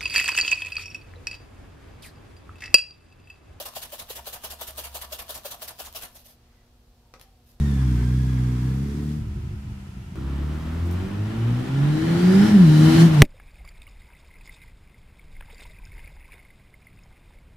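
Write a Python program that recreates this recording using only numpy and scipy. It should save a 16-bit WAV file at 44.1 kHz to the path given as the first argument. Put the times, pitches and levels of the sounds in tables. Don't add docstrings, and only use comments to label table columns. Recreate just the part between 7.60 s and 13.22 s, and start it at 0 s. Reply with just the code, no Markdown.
import sys
import numpy as np
from scipy import signal
from scipy.fft import rfft, irfft, next_fast_len
from scipy.io import wavfile
from scipy.ndimage import uniform_filter1d, map_coordinates

SR = 44100
rng = np.random.default_rng(int(sys.argv[2]) if len(sys.argv) > 2 else 0)


def put_to_file(sound):
    columns = np.atleast_2d(sound).T
    safe = np.clip(columns, -1, 1)
    whole_steps = np.round(safe * 32767)
    wavfile.write(sys.argv[1], SR, whole_steps.astype(np.int16))


N = 247842
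T = np.arange(N) / SR
CUT_S = 2.557


def undb(db):
    return 10 ** (np.asarray(db) / 20)


def unit(x):
    return x / np.sqrt(np.mean(x ** 2))


def curves(table):
    s, *columns = np.transpose(table)
    return [np.interp(T, s, c) for c in columns]


def gain_at(points, hz):
    f, db = np.transpose(points)
    return undb(np.interp(np.log(hz + 1), np.log(f), db))


def colour(x, points):
    size = 2 * next_fast_len(N)
    bins_hz = np.arange(size // 2 + 1) * SR / size
    cepstrum = irfft(np.log(gain_at(points, bins_hz)))
    cepstrum[1:size // 2] *= 2
    cepstrum[size // 2 + 1:] = 0
    response = np.exp(rfft(cepstrum))
    return irfft(rfft(x, size) * response)[..., :N]


def band(x, lo_hz, hi_hz, order=2):
    edges = [lo_hz, min(hi_hz, SR / 2 - 1)]
    return signal.sosfilt(signal.butter(order, edges, "band", fs=SR, output="sos"), x)


def walk(rate):
    k = int(SR / rate)
    held = np.repeat(rng.standard_normal(N // k + 1), k)
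    smooth = uniform_filter1d(uniform_filter1d(held, k), k)
    return unit(smooth[:N])


def air(shared):
    return unit(rng.standard_normal((2, N)) + shared * rng.standard_normal(N))


def resonances(modes):
    return sum(undb(db) * unit(band(air(0.91), f - w / 2, f + w / 2, order=1)) for f, w, db in modes)


def levels(laws, *controls):
    return {name: db + sum(slope * c for slope, c in zip(slopes, controls))
            for name, (db, *slopes) in laws.items()}


# (frequency [Hz], relative level [dB])
STREET_SPECTRUM = [(240, -51), (400, -7), (520, -14), (653, -9.5), (1030, -10), (1170, -22), (1280, -7),
                   (1680, -16), (2880, -13.5), (3560, -22), (9930, -30), (15500, -38)]


def street_air():
    return unit(colour(air(0.21), STREET_SPECTRUM)) * undb(-54.5 + 0.14 * walk(4.706))


# (frequency [Hz], relative level [dB])
TRAFFIC_SPECTRUM = [(25, 14.5), (65, 25.5), (150, 7), (310, 10.5), (430, -14), (530, -16), (950, 0.5),
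                    (1350, 2), (1800, -12), (2800, -14), (5500, -14.5), (15000, -26)]


def distant_traffic():
    return unit(colour(air(2.8), TRAFFIC_SPECTRUM)) * undb(-39 + 1.25 * walk(6.02))


# (time [s], half-width to 1/e [s], level [dB])
SCUFF_TIMES = [(3.27, 0.017, -55.5), (3.313, 0.0026, -48), (3.33, .018, -53)]
# (frequency [Hz], relative level [dB])
SCUFF_SPECTRUM = [(2000, -34), (5000, -2.5), (11000, -4), (15000, -4.5)]


def scuffs():
    swell = sum(undb(db) * np.exp(-((T - s) / length) ** 2) for s, length, db in SCUFF_TIMES)
    return swell * unit(colour(air(.3), SCUFF_SPECTRUM))


def street_echo(x, t60_s, wet_db):
    t = T[:SR]
    after_gap = t > .012
    tail = rng.standard_normal((2, SR)) * undb(-60 * t / t60_s) * after_gap
    tail /= np.sqrt(np.sum(tail ** 2, axis=1, keepdims=True))
    wet = signal.fftconvolve(x[None], tail, axes=1)[:, :N]
    return x + undb(wet_db) * colour(wet, [(60, -15.5), (170, -15.5), (330, 2.0), (500, 6)])


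def mirrored(x, mirrors, since):
    def late(ms):
        return map_coordinates(x, [(T - ms / 1000) * SR], order=1, mode="mirror")

    return x + sum(undb(db) * late(ms + drift * since) for ms, drift, db in mirrors)


def machinery(turn, spectrum, clatter_db, hiss_db, throb):
    gate = (1 + throb * np.cos(2 * np.pi * turn)) * undb(0.35 * walk(90))
    clatter = unit(band(colour(air(0.32) * gate, spectrum), 457, 3380, order=4))
    hiss = unit(band(colour(air(0.089) * gate, spectrum), 3100, 15400, order=4))
    return clatter * undb(clatter_db + 1.2 * walk(18)) + hiss * undb(hiss_db + 0.39 * walk(15))


def whine(turn, gears, level_db, smear_rate):
    def smeared(angle):
        return walk(smear_rate) * np.cos(angle) + walk(smear_rate) * np.sin(angle)

    out = np.zeros((2, N))
    for multiple, db in gears:
        angle = 2 * np.pi * multiple * turn
        out += undb(db) * np.array([smeared(angle) for _ in range(2)])
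    return out * undb(level_db)


# (frequency [Hz], width [Hz], level against the intake level [dB])
AIRBOX_MODES = [(803, 69, -8.5), (1403, 87, -8.5), (1770, 270, -5)]


def intake_roar(turn, level_db):
    gulps = 1 + 0.21 * np.cos(2 * np.pi * turn)
    return resonances(AIRBOX_MODES) * gulps * undb(level_db)


# (frequency [Hz], width [Hz], level against the hiss before dulling [dB])
RINGING_MODES = [(3025, 53, -3), (4030, 270, -5), (5449, 360, -11), (10420, 597, -14.5)]


def ringing_bands(near, hiss_db):
    late_drop = np.interp(T, [5.33, 5.46], [1, .4])
    return resonances(RINGING_MODES) * near * late_drop * undb(hiss_db)


def uneven_firings(turn):
    at = np.flatnonzero(np.diff(np.floor(turn)))
    pulses = np.zeros(N)
    pulses[at] = rng.uniform(-0.79, 1, len(at))
    return pulses


# (time [s], peak level before the common pop gain [dB])
SILENCER_POPS = [(1.774, -37), (1.87, -38), (2.042, -42), (2.075, -40.5), (2.33, -45), (2.367, -40),
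                 (2.52, -37)]
# (frequency [Hz], relative level [dB])
POP_SPECTRUM = [(30, -18), (90, 26), (200, 21), (350, -4), (480, -26), (1000, -34), (4000, -51)]
# (frequency [Hz], relative level [dB])
BURBLE_SPECTRUM = [(20, -52), (45, 1.5), (75, 1.5), (115, 4.5), (170, -9.5), (240, -21.5), (360, -16.5),
                   (520, -49), (1500, -80)]
POP_GAIN_DB = 11.5


def overrun(turn, burble_db):
    ragged_turn = turn + 0.193 * walk(60)
    burble = unit(colour(uneven_firings(ragged_turn), BURBLE_SPECTRUM)) * undb(burble_db)
    kicks = np.zeros(N)
    for s, db in SILENCER_POPS:
        kicks[int(s * SR)] += undb(db)
    ring_peak = np.abs(colour(signal.unit_impulse(N), POP_SPECTRUM)).max()
    return burble + undb(POP_GAIN_DB) * colour(kicks, POP_SPECTRUM) / ring_peak


def exhaust(turn, hz, order_db, spectrum, rasp_db, upper_db, half_db, rough_db, gas, count=9):
    angle = 2 * np.pi * (turn + .006 * walk(45))

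    def order(k):
        return np.cos(k * angle + np.pi * k ** 2 / 7)

    def line(k):
        return gain_at(spectrum, k * hz) * undb(1.87 * walk(13)) * order(k)

    boom = [undb(db + 0.6 * k * walk(11)) * np.sqrt(2) * order(k) for k, db in enumerate(order_db, 1)]
    whole = sum(line(k) for k in range(len(order_db) + 1, count + 1))
    halves = sum(line(k + .5) for k in range(1, count - 2))
    flow = rng.standard_normal(N) * (1 + 0.45 * np.cos(angle))
    burns = unit(uneven_firings(turn) / np.sqrt(hz))
    rough = unit(colour(burns + gas * flow, spectrum))
    rasp = undb(upper_db) * whole + undb(half_db) * halves + undb(rough_db) * rough
    return boom, undb(rasp_db) * rasp


# (time [s], firing rate [Hz])
AWAY_FIRING = [(0.0, 73.2), (0.38, 59.47), (0.6, 64.6), (0.97, 61.47), (1.29, 70.64), (1.5, 74.86),
               (1.63, 72.7), (1.72, 66.2), (1.79, 71.43), (2.55, 61.8)]
AWAY_LAYERS = {"first order": (-23, 8.1, 2.3), "second order": (-35.5, 4.35, 12.63),
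               "third order": (-43, 1, 10.9), "rasp": (-53.5, 0, 19.1), "clatter": (-51.5, 3.5, 5.7),
               "hiss": (-57, 2.4, 6.54), "gears": (-55, 8.7, 7.5)}
# (frequency [Hz], relative level [dB])
SILENCER_BEHIND = [(25, -5), (55, -8), (100, -0.5), (160, 7.5), (200, -2), (250, 3.5), (320, -6),
                   (385, -13), (460, -15.5), (540, -31), (900, -36), (2000, -43)]
# (delay as the ride begins [ms], drift [ms per s], level [dB])
AWAY_REFLECTORS = [(38.03, 0.73, -11), (48.54, -2, -12.5)]
# (frequency [Hz], relative level [dB])
AWAY_RUSH = [(320, -17), (550, 1), (598, -25), (727, 5.5), (802, -4), (922, 2.5), (1340, -1.5), (1750, -1),
             (2250, -4), (3110, -12.5), (3380, -8.5), (3830, -13.5), (5000, -12), (11400, -21.5),
             (15500, -33)]
# (multiple of the firing rate, level against the gear layer [dB])
AWAY_WHINE = [(25.8, -2.5), (52, -11.5)]
AWAY_START_M, AWAY_SPEED_M_S, AWAY_PICKUP_M_S2 = 3.7, 0.69, 5.6
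SHUT_S, SHUT_TAKES_S = 1.53, 0.12
BURBLE_DB, BURBLE_FADE_DB_PER_S = -29.5, 12.5


def riding_away():
    hz, = curves(AWAY_FIRING)
    turn = np.cumsum(hz) / SR
    distance = AWAY_START_M + AWAY_SPEED_M_S * T + AWAY_PICKUP_M_S2 * T ** 2 / 2
    shut = np.clip((T - SHUT_S) / SHUT_TAKES_S, 0, 1)
    db = levels(AWAY_LAYERS, np.log2(AWAY_START_M / distance), 1 - shut)
    order_db = db["first order"], db["second order"], db["third order"]
    boom, rasp = exhaust(turn, hz, order_db, SILENCER_BEHIND, db["rasp"],
                         upper_db=-1.2, half_db=-13.5, rough_db=-5, gas=1.5)
    burble = shut * overrun(turn, BURBLE_DB - BURBLE_FADE_DB_PER_S * (T - SHUT_S))
    pipe = mirrored(sum(boom), AWAY_REFLECTORS, T) + rasp + burble
    rush = machinery(turn, AWAY_RUSH, db["clatter"], db["hiss"], throb=0.065)
    gears = whine(turn, AWAY_WHINE, db["gears"], smear_rate=90)
    return street_echo(pipe, t60_s=0.86, wet_db=-7.5) + rush + gears + street_air()


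# (time [s], firing rate [Hz])
BACK_FIRING = [(2.56, 64.07), (2.92, 75.07), (3.3, 87.28), (4.05, 127.9), (4.51, 168.3), (4.56, 171.3),
               (4.77, 194.2), (4.87, 214.9), (4.92, 209.9), (5.01, 180.4), (5.08, 152.9), (5.18, 153.5),
               (5.45, 169), (5.55, 153), (5.62, 143.2)]
# (time [s], opening [0-1])
BACK_OPENING = [(4.15, 0.39), (4.35, 0.66), (4.88, 0.94), (4.94, 0.54), (5.04, 0.55), (5.12, 0.71),
                (5.27, 0.9), (5.42, 1), (5.49, .05)]
BACK_LAYERS = {"first order": (-29.5, 8, 8, 1.1), "second order": (-43, 6.5, 17, -0.5),
               "rasp": (-43.5, 8, 8, 3), "clatter": (-48, 7, 6.5, 1.5), "hiss": (-64, 12.5, 10.5, 1.78),
               "intake": (-61, 4.5, 13.5, 8)}
# (frequency [Hz], relative level [dB])
SILENCER_AHEAD = [(25, -36), (55, -12), (95, 4), (170, 6), (260, 1.5), (335, -1), (400, -10), (500, -16),
                  (620, -23), (900, -29.5), (2000, -57)]
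# (delay as the ride begins [ms], drift [ms per s], level [dB])
BACK_REFLECTORS = [(15.85, 6.55, -8.8), (22.58, -7.0, -3.1), (25.12, 11.99, -15.8), (59.99, -14.78, -12.7),
                   (69.12, 5.04, -16.5), (89.14, -10.81, -12.3), (97.37, -19.85, -11.7)]
# (frequency [Hz], relative level [dB])
BACK_RUSH = [(350, -23), (580, 2), (820, 0), (1150, -1.5), (1450, -3.5), (1850, -5), (2600, -7.5),
             (3300, -7), (5400, -9), (6600, -13), (10500, -17.5), (15500, -26)]
# (frequency [Hz], gain [dB])
FAR_DULLING = [(5000, -4), (9000, -4.5), (14000, -10)]
# (multiple of the firing rate, level against the clatter at full throttle [dB])
BACK_WHINE = [(19.2, -19.5), (25.7, -13)]
BACK_START_M, BACK_SPEED_M_S = 46.3, 10.58
IDLE_HZ, UNDULLED_M = 65.6, 12.7
KNEE_HZ, KNEE_DB_PER_OCTAVE = 320, 32


def riding_back():
    hz, = curves(BACK_FIRING)
    throttle = np.clip(curves(BACK_OPENING)[0], 0, 1)
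    turn = np.cumsum(hz) / SR
    distance = np.maximum(BACK_START_M - BACK_SPEED_M_S * (T - CUT_S), 1)
    db = levels(BACK_LAYERS, np.log2(BACK_START_M / distance), throttle, np.log2(hz / IDLE_HZ))
    near = np.minimum(UNDULLED_M / distance, 1)
    swallowed_db = KNEE_DB_PER_OCTAVE * np.maximum(np.log2(2 * hz / KNEE_HZ), 0)
    order_db = db["first order"], db["second order"] - swallowed_db
    (boom, growl), rasp = exhaust(turn, hz, order_db, SILENCER_AHEAD, db["rasp"], upper_db=-3.0,
                                  half_db=-15 + 9.7 * throttle, rough_db=-0.5, gas=1.9)
    pipe = mirrored(boom, BACK_REFLECTORS, T - CUT_S) + growl + rasp
    rush = machinery(turn, BACK_RUSH, db["clatter"], db["hiss"], throb=0.031)
    rush = near * rush + (1 - near) * colour(rush, FAR_DULLING)
    intake = intake_roar(turn, db["intake"])
    ringing = ringing_bands(near, db["hiss"])
    load = np.sqrt(throttle)
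    gears = load * whine(turn, BACK_WHINE, db["clatter"], smear_rate=330)
    echoing_pipe = street_echo(pipe, t60_s=0.22, wet_db=-5)
    return echoing_pipe + rush + intake + ringing + gears + distant_traffic()


def scene():
    return np.where(T < CUT_S, riding_away(), riding_back()) + scuffs()


# (frequency [Hz], left over right [dB])
PORT_TILT = [(200, 0), (1200, 1), (2500, 0.5), (4800, 1.5), (8000, -6.5), (14000, -12.5)]
LEFT_SHARE, RIGHT_SHARE = 0.55, 0.4
TOP_HZ = 15500


def record(dry):
    left = colour(dry[0], [(hz, db * LEFT_SHARE) for hz, db in PORT_TILT])
    right = colour(dry[1], [(hz, -db * RIGHT_SHARE) for hz, db in PORT_TILT])
    clipped = np.clip([left, right], -1, 1)
    top_cut = signal.ellip(10, .1, 80, TOP_HZ, fs=SR, output="sos")
    return signal.sosfilt(top_cut, clipped)


dry = scene()
out = record(dry)
put_to_file(out)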